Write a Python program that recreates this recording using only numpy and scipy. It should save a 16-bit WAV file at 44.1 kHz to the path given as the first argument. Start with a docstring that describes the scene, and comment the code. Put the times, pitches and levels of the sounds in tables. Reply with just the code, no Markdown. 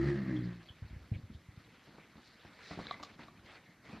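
"""A male ostrich groans out one low boom in a covered concrete pen: partials of a falling pitch, shaped by
neck sac and throat resonances, with noise hissing through the throat. Grains of feather rustle, a quiet
background and faint chirps (narrow noise) run from early on. Its wings then beat softly as sagging low
cycles, single plumes swish as swells of grains, and it gets up: feet scuff the dirt as thump and grit,
and claws knock on stones as ringing modes. A short echo follows; the sound is nearly mono."""
import sys
import numpy as np
from scipy import signal
from scipy.fft import rfft, irfft
from scipy.io import wavfile
from scipy.ndimage import map_coordinates

SR = 44100
rng = np.random.default_rng(int(sys.argv[2]) if len(sys.argv) > 2 else 0)


def file_out(sig):
    """Save sig as 16-bit WAV at sys.argv[1]."""
    # one column per channel
    cols = np.atleast_2d(sig).T
    # limit, then scale
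    lim = np.clip(cols, -1, 1)
    pcm = np.round(lim * 32767).astype(np.int16)
    wavfile.write(sys.argv[1], SR, pcm)


N = 176400

# Spectrum of the throat air before its glide, and of the buzz. Each row: frequency in Hz, level in dB.
THROAT_AIR_COLOUR = [(300, -27), (550, -0.5), (720, -7), (980, -9.5), (1290, -2.5), (1500, -9), (1800, 3.5),
                     (2000, -1), (2350, -10.5), (3650, -19.5), (4450, -14), (4900, -19), (7000, -29),
                     (12000, -48)]


def undb(db):
    """Decibels to amplitude gain."""
    return 10 ** (np.asarray(db) / 20)


def unit(x):
    """Scale to rms 1."""
    return x / np.sqrt(np.mean(x ** 2))


def curve(rows):
    """Each column after the time column, joined by straight lines in time."""
    rows = np.array(rows, float)
    return [np.interp(np.arange(N) / SR, rows[:, 0], column) for column in rows.T[1:]]


def colour(x, points):
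    """Filter by a spectrum of (Hz, dB) points, joined on a log frequency axis."""
    hz, db = np.array(points, float).T
    f = np.maximum(np.fft.rfftfreq(len(x), 1 / SR), 1)
    gain = undb(np.interp(np.log(f), np.log(hz), db))
    return irfft(rfft(x) * gain, len(x))


def noise(points):
    """Coloured Gaussian noise of rms 1."""
    return unit(colour(rng.standard_normal(N), points))


def walk(rate_hz):
    """Smooth random wavering up to about rate_hz, rms 1."""
    f = np.fft.rfftfreq(N, 1 / SR)
    return unit(irfft(rfft(rng.standard_normal(N)) * np.exp(-(f / rate_hz) ** 2), N))


def since(start_s):
    """Seconds since a moment, zero before it."""
    return np.maximum(np.arange(N) / SR - start_s, 0)


def blow(age, attack_s, decay_s):
    """Envelope of a strike: a rounded rise, then an exponential fall."""
    rise = np.sin(np.pi / 2 * np.minimum(age / attack_s, 1)) ** 2
    return rise * np.exp(-np.clip((age - attack_s) / decay_s, 0, 20))


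def swell(middle_s, sigma_s):
    """Gaussian envelope with peak 1."""
    t = np.arange(N) / SR
    return np.exp(-np.minimum(((t - middle_s) / sigma_s) ** 2 / 2, 20))


def grains(points):
    """Dense tiny clicks of scattered size and random sign, coloured, rms 1."""
    grains_per_s, scatter_db = 4000, 2
    size = undb(scatter_db * np.minimum(rng.exponential(size=N), 2 * np.e))
    hits = rng.random(N) < grains_per_s / SR
    return unit(colour(hits * size * rng.choice([-1, 1], N), points))


def waver(x, depth_db, count=18):
    """Overlapping log-spaced bands from 300 Hz to 8 kHz, end bands open, each waver in level; rms 1."""
    rate_hz = 24
    f = np.fft.rfftfreq(N, 1 / SR)
    place = np.interp(np.log1p(f), np.log([300, 8000]), [0, count - 1])
    spectrum = rfft(x)
    out = 0
    for k in range(count):
        band = irfft(spectrum * np.maximum(1 - abs(place - k), 0), N)
        out = out + band * undb(depth_db * walk(rate_hz))
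    return unit(out)


def buzz(phase, count=36):
    """Partials of the groan at random phases, coloured like the throat air, rms 1."""
    offsets = rng.random(count) * 2 * np.pi
    partials = sum(np.sin((k + 1) * phase + offsets[k]) for k in range(count))
    return unit(colour(partials, THROAT_AIR_COLOUR))


def sink(x, per_s):
    """Play a sound ever more slowly, so that its resonances glide down."""
    return map_coordinates(x, [SR * np.log1p(per_s * since(0)) / per_s], mode="mirror")


def resonance(hz, centre_hz, half_width_hz):
    """Gain of a rounded resonance: 1 at the centre, 1/2 at half_width_hz from it."""
    return 1 / (1 + ((hz - centre_hz) / half_width_hz) ** 4)


def groan(phase, pitch_hz, sac, throat, count=10):
    """Fluttering harmonics, weighted by the neck sac and throat resonances over a weak overtone floor."""
    sac_half_width_hz, throat_half_width_hz, overtone_db = 54.2, 26.5, -26
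    flutter, flutter_hz = 0.18, 17
    (sac_hz, sac_db), (throat_hz, throat_db) = sac, throat
    out = 0
    for k in range(1, count + 1):
        gain = undb(sac_db) * resonance(k * pitch_hz, sac_hz, sac_half_width_hz)
        gain = gain + undb(throat_db) * resonance(k * pitch_hz, throat_hz, throat_half_width_hz)
        gain = gain + undb(sac_db + overtone_db) * min(1, (count / 2 / k) ** 2)
        in_phase = (1 + flutter * walk(flutter_hz)) * np.sin(k * phase)
        quadrature = flutter * walk(flutter_hz) * np.cos(k * phase)
        out = out + np.sqrt(2) * gain * (in_phase + quadrature)
    return out


def throat_air(phase):
    """Hiss pulsing once a cycle plus buzz; the hiss sinks in pitch as the bird runs out of air."""
    # Each row: time in seconds, level in dB.
    air_level = [(0, -49.5), (.05, -47.5), (.09, -44), (.125, -49.5), (.18, -51.5), (.245, -55),
                 (.31, -51.5), (.37, -54.5), (.42, -62), (.52, -59), (.6, -82)]
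    pulsing, sag_per_s, buzz_db, waver_db = 0.32, 0.22, -1, 1.9
    hiss = sink(noise(THROAT_AIR_COLOUR), sag_per_s) * (1 + pulsing * np.cos(phase))
    return undb(curve(air_level)[0]) * waver(hiss + undb(buzz_db) * buzz(phase), waver_db)


def boom():
    """A low, slightly gruff tone with jittered pitch and throat air, faded out at its end."""
    # Each row: time in seconds, pitch in Hz, neck sac resonance in Hz, its level in dB,
    # throat resonance in Hz, its level in dB.
    track = [(0, 66.6, 136.7, -36, 325, -34), (.04, 68.66, 135, -34.5, 340, -33.5),
             (.08, 70.28, 140, -33, 359, -38.5), (.145, 68.73, 145, -40, 327, -36),
             (.2, 65.88, 171, -40, 296, -45), (.245, 64.3, 181, -38, 287, -44),
             (.28, 64.85, 182, -37.5, 293, -37), (.365, 61.87, 178, -37, 290.3, -37),
             (.445, 59.9, 153, -41, 296, -51), (.54, 59.1, 134, -48, 321.4, -67),
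             (.62, 55.64, 121.9, -62, 327, -67)]
    # Each row: frequency in Hz, level in dB.
    gruff_colour = [(30, -30), (70, -7), (200, -1), (370, -1.5), (420, -15.5), (900, -42), (3000, -69)]
    jitter, jitter_hz, gruff_db = 0.01128, 29.1, -9.5
    end_s, release_s = 0.611, 0.068
    pitch_hz, sac_hz, sac_db, throat_hz, throat_db = curve(track)
    phase = 2 * np.pi * np.cumsum(pitch_hz * (1 + jitter * walk(jitter_hz))) / SR
    tone = groan(phase, pitch_hz, (sac_hz, sac_db), (throat_hz, throat_db))
    gruff = undb(sac_db + gruff_db) * noise(gruff_colour)
    release = np.exp(-np.minimum(since(end_s) / release_s, 20))
    return (tone + gruff + throat_air(phase)) * release


def feathers():
    """Plumes brush each other in uneven rustling grains as the bird shifts and rises."""
    # Each row: time in seconds, level in dB.
    rustle_level = [(.5, -63), (1.05, -67.5), (1.45, -71.5), (1.57, -65), (2.13, -66), (2.38, -64.5),
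                    (2.6, -59.5), (2.71, -54.5), (2.82, -55.5), (2.93, -53.5), (2.99, -62.5), (3.1, -58),
                    (3.17, -67), (3.215, -57.5), (3.3, -66), (3.43, -66.5), (3.46, -58.5), (3.55, -55.5),
                    (3.63, -67.5), (3.81, -71.5), (3.87, -57.5), (3.94, -57.5), (4, -60)]
    # Each row: frequency in Hz, level in dB.
    rustle_colour = [(80, -1.5), (280, -9), (480, 2.5), (900, -2), (1400, 0), (2100, 2.5), (3000, -5.5),
                     (4300, -5), (5200, -12), (6500, -21.5), (9000, -29), (13000, -51)]
    flicker_db, flicker_hz, waver_db = 1, 27, 3
    level_db = curve(rustle_level)[0] + flicker_db * walk(flicker_hz)
    return undb(level_db) * waver(grains(rustle_colour), waver_db)


def pen_background():
    """Quiet coloured noise whose bands waver in level."""
    # Each row: frequency in Hz, level in dB.
    pen_colour = [(30, -19), (60, -5.5), (130, 0), (310, -3), (440, -13.5), (950, -16), (1300, -12.5),
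                  (2100, -15.5), (3000, -20), (4300, -23), (8500, -44.5), (13000, -34.5)]
    level_db, waver_db = -65, 2.5
    return undb(level_db) * waver(noise(pen_colour), waver_db)


def side_hiss():
    """Faint steady hiss, independent on the two sides."""
    # Each row: frequency in Hz, level in dB.
    hiss_colour = [(200, -9.5), (2000, -18), (4200, -5.5), (6000, 6.5), (9000, -0.5), (13000, -1)]
    level_db = -78.5
    return undb(level_db) * np.array([noise(hiss_colour), noise(hiss_colour)])


def chirps():
    """Brief, hoarse peeps and squeaks: random wavering on a carrier makes narrow noise."""
    # Each row: middle in seconds, frequency in Hz, level in dB, Gaussian sigma in seconds.
    peeps = [(0.372, 3324, -58.5, 0.0091), (0.694, 3265, -47.5, 0.0035), (0.704, 3250, -60.5, 0.01),
             (2.886, 2200, -48, 0.0041), (2.935, 2102, -53.5, 0.013), (3.675, 1990, -60, 0.01),
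             (3.717, 1864, -67, 0.011)]
    waver_hz = 230
    t = np.arange(N) / SR
    a, b = walk(waver_hz), walk(waver_hz)
    out = 0
    for middle_s, hz, db, sigma_s in peeps:
        carrier = a * np.sin(2 * np.pi * hz * t) + b * np.cos(2 * np.pi * hz * t)
        out = out + undb(db) * swell(middle_s, sigma_s) * carrier
    return out


def wings():
    """Each soft thud is a cycle or two of sagging low pressure with a little fluff, low-passed."""
    # Each row: start in seconds, nominal peak in dB, starting frequency in Hz, decay in seconds.
    thuds = [(0.7, -42, 102, 0.0071), (0.819, -34, 101, .009), (0.845, -38.5, 87, 0.0052),
             (0.905, -40, 71.7, 0.0097), (0.925, -37.5, 80.5, 0.012), (0.96, -36, 89, 0.0075),
             (1.005, -46, 75, 0.015), (1.114, -23.5, 114, 0.011), (1.154, -32, 99, 0.012),
             (1.184, -42.5, 140, 0.0094), (1.232, -39, 105, 0.016), (1.297, -39.5, 216, 0.0069),
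             (1.305, -43, 80.6, 0.0093), (1.345, -40, 87, 0.013), (1.484, -39.5, 106, 0.0058),
             (1.572, -40.5, 117, 0.0063), (3.393, -51, 89, 0.005), (3.441, -50.5, 98, 0.0036),
             (3.928, -45, 188, 0.0033)]
    # Each row: frequency in Hz, level in dB.
    fluff_colour = [(40, -6), (120, 2), (320, -6), (420, -12.5), (600, -10), (1200, -25), (4000, -70)]
    attack_s, sag_per_s, fluff_db, top_hz = 0.0052, 5.1, -18.5, 410
    fluff = undb(fluff_db) * noise(fluff_colour)
    out = 0
    for start_s, db, hz, decay_s in thuds:
        age = since(start_s)
        turns = hz * np.log1p(sag_per_s * age) / sag_per_s
        pressure = -np.cos(2 * np.pi * turns) * blow(age, attack_s, decay_s)
        out = out + undb(db) * (pressure + fluff * blow(age, attack_s, 2 * decay_s))
    return signal.sosfilt(signal.butter(2, top_hz, fs=SR, output="sos"), out)


def swishes():
    """Single plumes slide past each other: a soft swell of grains in one broad band."""
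    # Each row: middle in seconds, centre in Hz, level in dB, Gaussian sigma in seconds.
    slides = [(1.149, 2230, -57, .012), (1.348, 3450, -65.5, 0.013), (1.756, 2360, -71, .03),
              (2.017, 2200, -63, 0.026), (2.266, 4350, -67.5, 0.03), (2.702, 4070, -59, 0.06)]
    edge_ratio = 2.9  # the band is 40 dB down at this ratio from its centre
    out = 0
    for middle_s, hz, db, sigma_s in slides:
        band = grains([(hz / edge_ratio, -40), (hz, 0), (hz * edge_ratio, -40)])
        out = out + undb(db) * band * swell(middle_s, sigma_s)
    return out


def feet():
    """Each scuff on dirt is a dull noise thump with crunching grit grains."""
    # Each row: start in seconds, thump level in dB, decay in seconds, grit relative to the thump in dB.
    scuffs = [(1.87, -54.5, 0.049, -32), (1.938, -62.5, 0.09, -8), (1.981, -63, 0.013, 7.5),
              (2.154, -50, .008, -14), (2.178, -51.5, 0.018, -14), (2.446, -48.5, .02, -23),
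              (2.709, -45, 0.023, -3.5), (2.774, -39.5, 0.01, -14), (2.789, -38.5, 0.011, -7),
              (2.821, -58, 0.6, -22), (2.853, -53, .006, -7), (2.998, -50.5, 0.013, -3.5),
              (3.191, -59, 0.023, 8), (3.229, -64.5, 0.029, -12), (3.888, -51.5, 0.025, -2),
              (3.929, -48, 0.026, -12), (3.965, -50, 0.011, -8)]
    # Two spectra. Each row: frequency in Hz, level in dB.
    thump_colour = [(40, -13), (100, -2), (220, -1.5), (330, -3), (450, -15.5), (800, -13), (2000, -40),
                    (8000, -64)]
    grit_colour = [(150, -34), (380, 3.5), (700, 3.5), (1200, 4.5), (2000, -9.5), (3000, -10), (4300, -16),
                   (7000, -27), (12000, -51)]
    attack_s = 0.00088
    thump, grit = noise(thump_colour), grains(grit_colour)
    out = 0
    for start_s, db, decay_s, grit_db in scuffs:
        texture = thump + undb(grit_db) * grit
        out = out + undb(db) * blow(since(start_s), attack_s, decay_s) * texture
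    return out


def claws():
    """Claws knock on stones: short noise cracks and a few quickly damped modes."""
    # Each row: start in seconds, low modes' gain in dB, high modes' gain in dB, crack level in dB.
    knocks = [(2.8687, -50, -33.5, -70), (2.9101, -26.5, -31.5, -70), (3.028, -41.5, -45, -48),
              (3.033, -35.5, -49, -54.5), (3.047, -59, -52, -56), (3.283, -44.5, -58, -78.5)]
    # Each row: mode frequency in Hz, relative level in dB, T60 in seconds.
    modes = [(730, -6.5, 0.026), (1146, -1.5, 0.03), (1610, -5.5, 0.01), (3530, -8, 0.013),
             (3830, -4, 0.01), (3976, -13, 0.035)]
    # Each row: frequency in Hz, level in dB.
    crack_colour = [(300, -10), (1500, -3), (4000, 11.5), (7000, 0.5), (9000, -21.5), (13000, -16)]
    split_hz, attack_s, crack_decay_s = 1450, 0.00075, 0.0075
    crack = noise(crack_colour)
    out = 0
    for start_s, low_db, high_db, crack_db in knocks:
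        age = since(start_s)
        out = out + undb(crack_db) * crack * blow(age, attack_s, crack_decay_s)
        for hz, db, t60_s in modes:
            strength = undb(db + (low_db if hz < split_hz else high_db))
            ring = np.sin(2 * np.pi * hz * age) * blow(age, attack_s, t60_s / np.log(1000))
            out = out + strength * ring
    return out


def room(x):
    """The pen's short diffuse echo: convolution with a decaying noise tail of unit energy."""
    # Each row: frequency in Hz, level in dB.
    room_colour = [(50, -5.5), (200, 0.5), (900, -5.5), (2100, 1.5), (4000, -6), (10000, -2.5)]
    t60_s, delay_s = 0.28, 0.012
    age = since(delay_s)
    tail = noise(room_colour) * (age > 0) * np.exp(-np.log(1000) * age / t60_s)
    return signal.fftconvolve(x, tail / np.sqrt(np.sum(tail ** 2)))[:N]


def scene():
    """Nearly mono; a little decorrelated treble noise, following the rustle's level, and a hiss widen it."""
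    # Spectrum of the side signal. Each row: frequency in Hz, level in dB.
    spread_colour = [(2700, -45), (4200, -4), (6000, 9)]
    boom_wet_db, thud_wet_db, foot_wet_db, spread_db = -11, -11.5, -10.5, -13.5
    voice, thuds = boom(), wings()
    sharp = feet() + claws() + chirps()
    echo = room(undb(boom_wet_db) * voice + undb(thud_wet_db) * thuds + undb(foot_wet_db) * sharp)
    mono = voice + thuds + sharp + echo + feathers() + swishes() + pen_background()
    # separately drawn treble noise, opposite in sign on the two sides
    side = undb(spread_db) * colour(feathers() + swishes(), spread_colour)
    return np.array([mono + side, mono - side]) + side_hiss()


def record(dry):
    """The recorder drops the deepest bass and cuts the top."""
    bass_hz, top_hz = 35, 13100
    thin = signal.sosfilt(signal.butter(2, bass_hz, "high", fs=SR, output="sos"), dry)
    # 0.2 dB ripple, 70 dB stopband
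    return signal.sosfilt(signal.ellip(10, 0.2, 70, top_hz, fs=SR, output="sos"), thin)


dry = scene()
out = record(dry)
file_out(out)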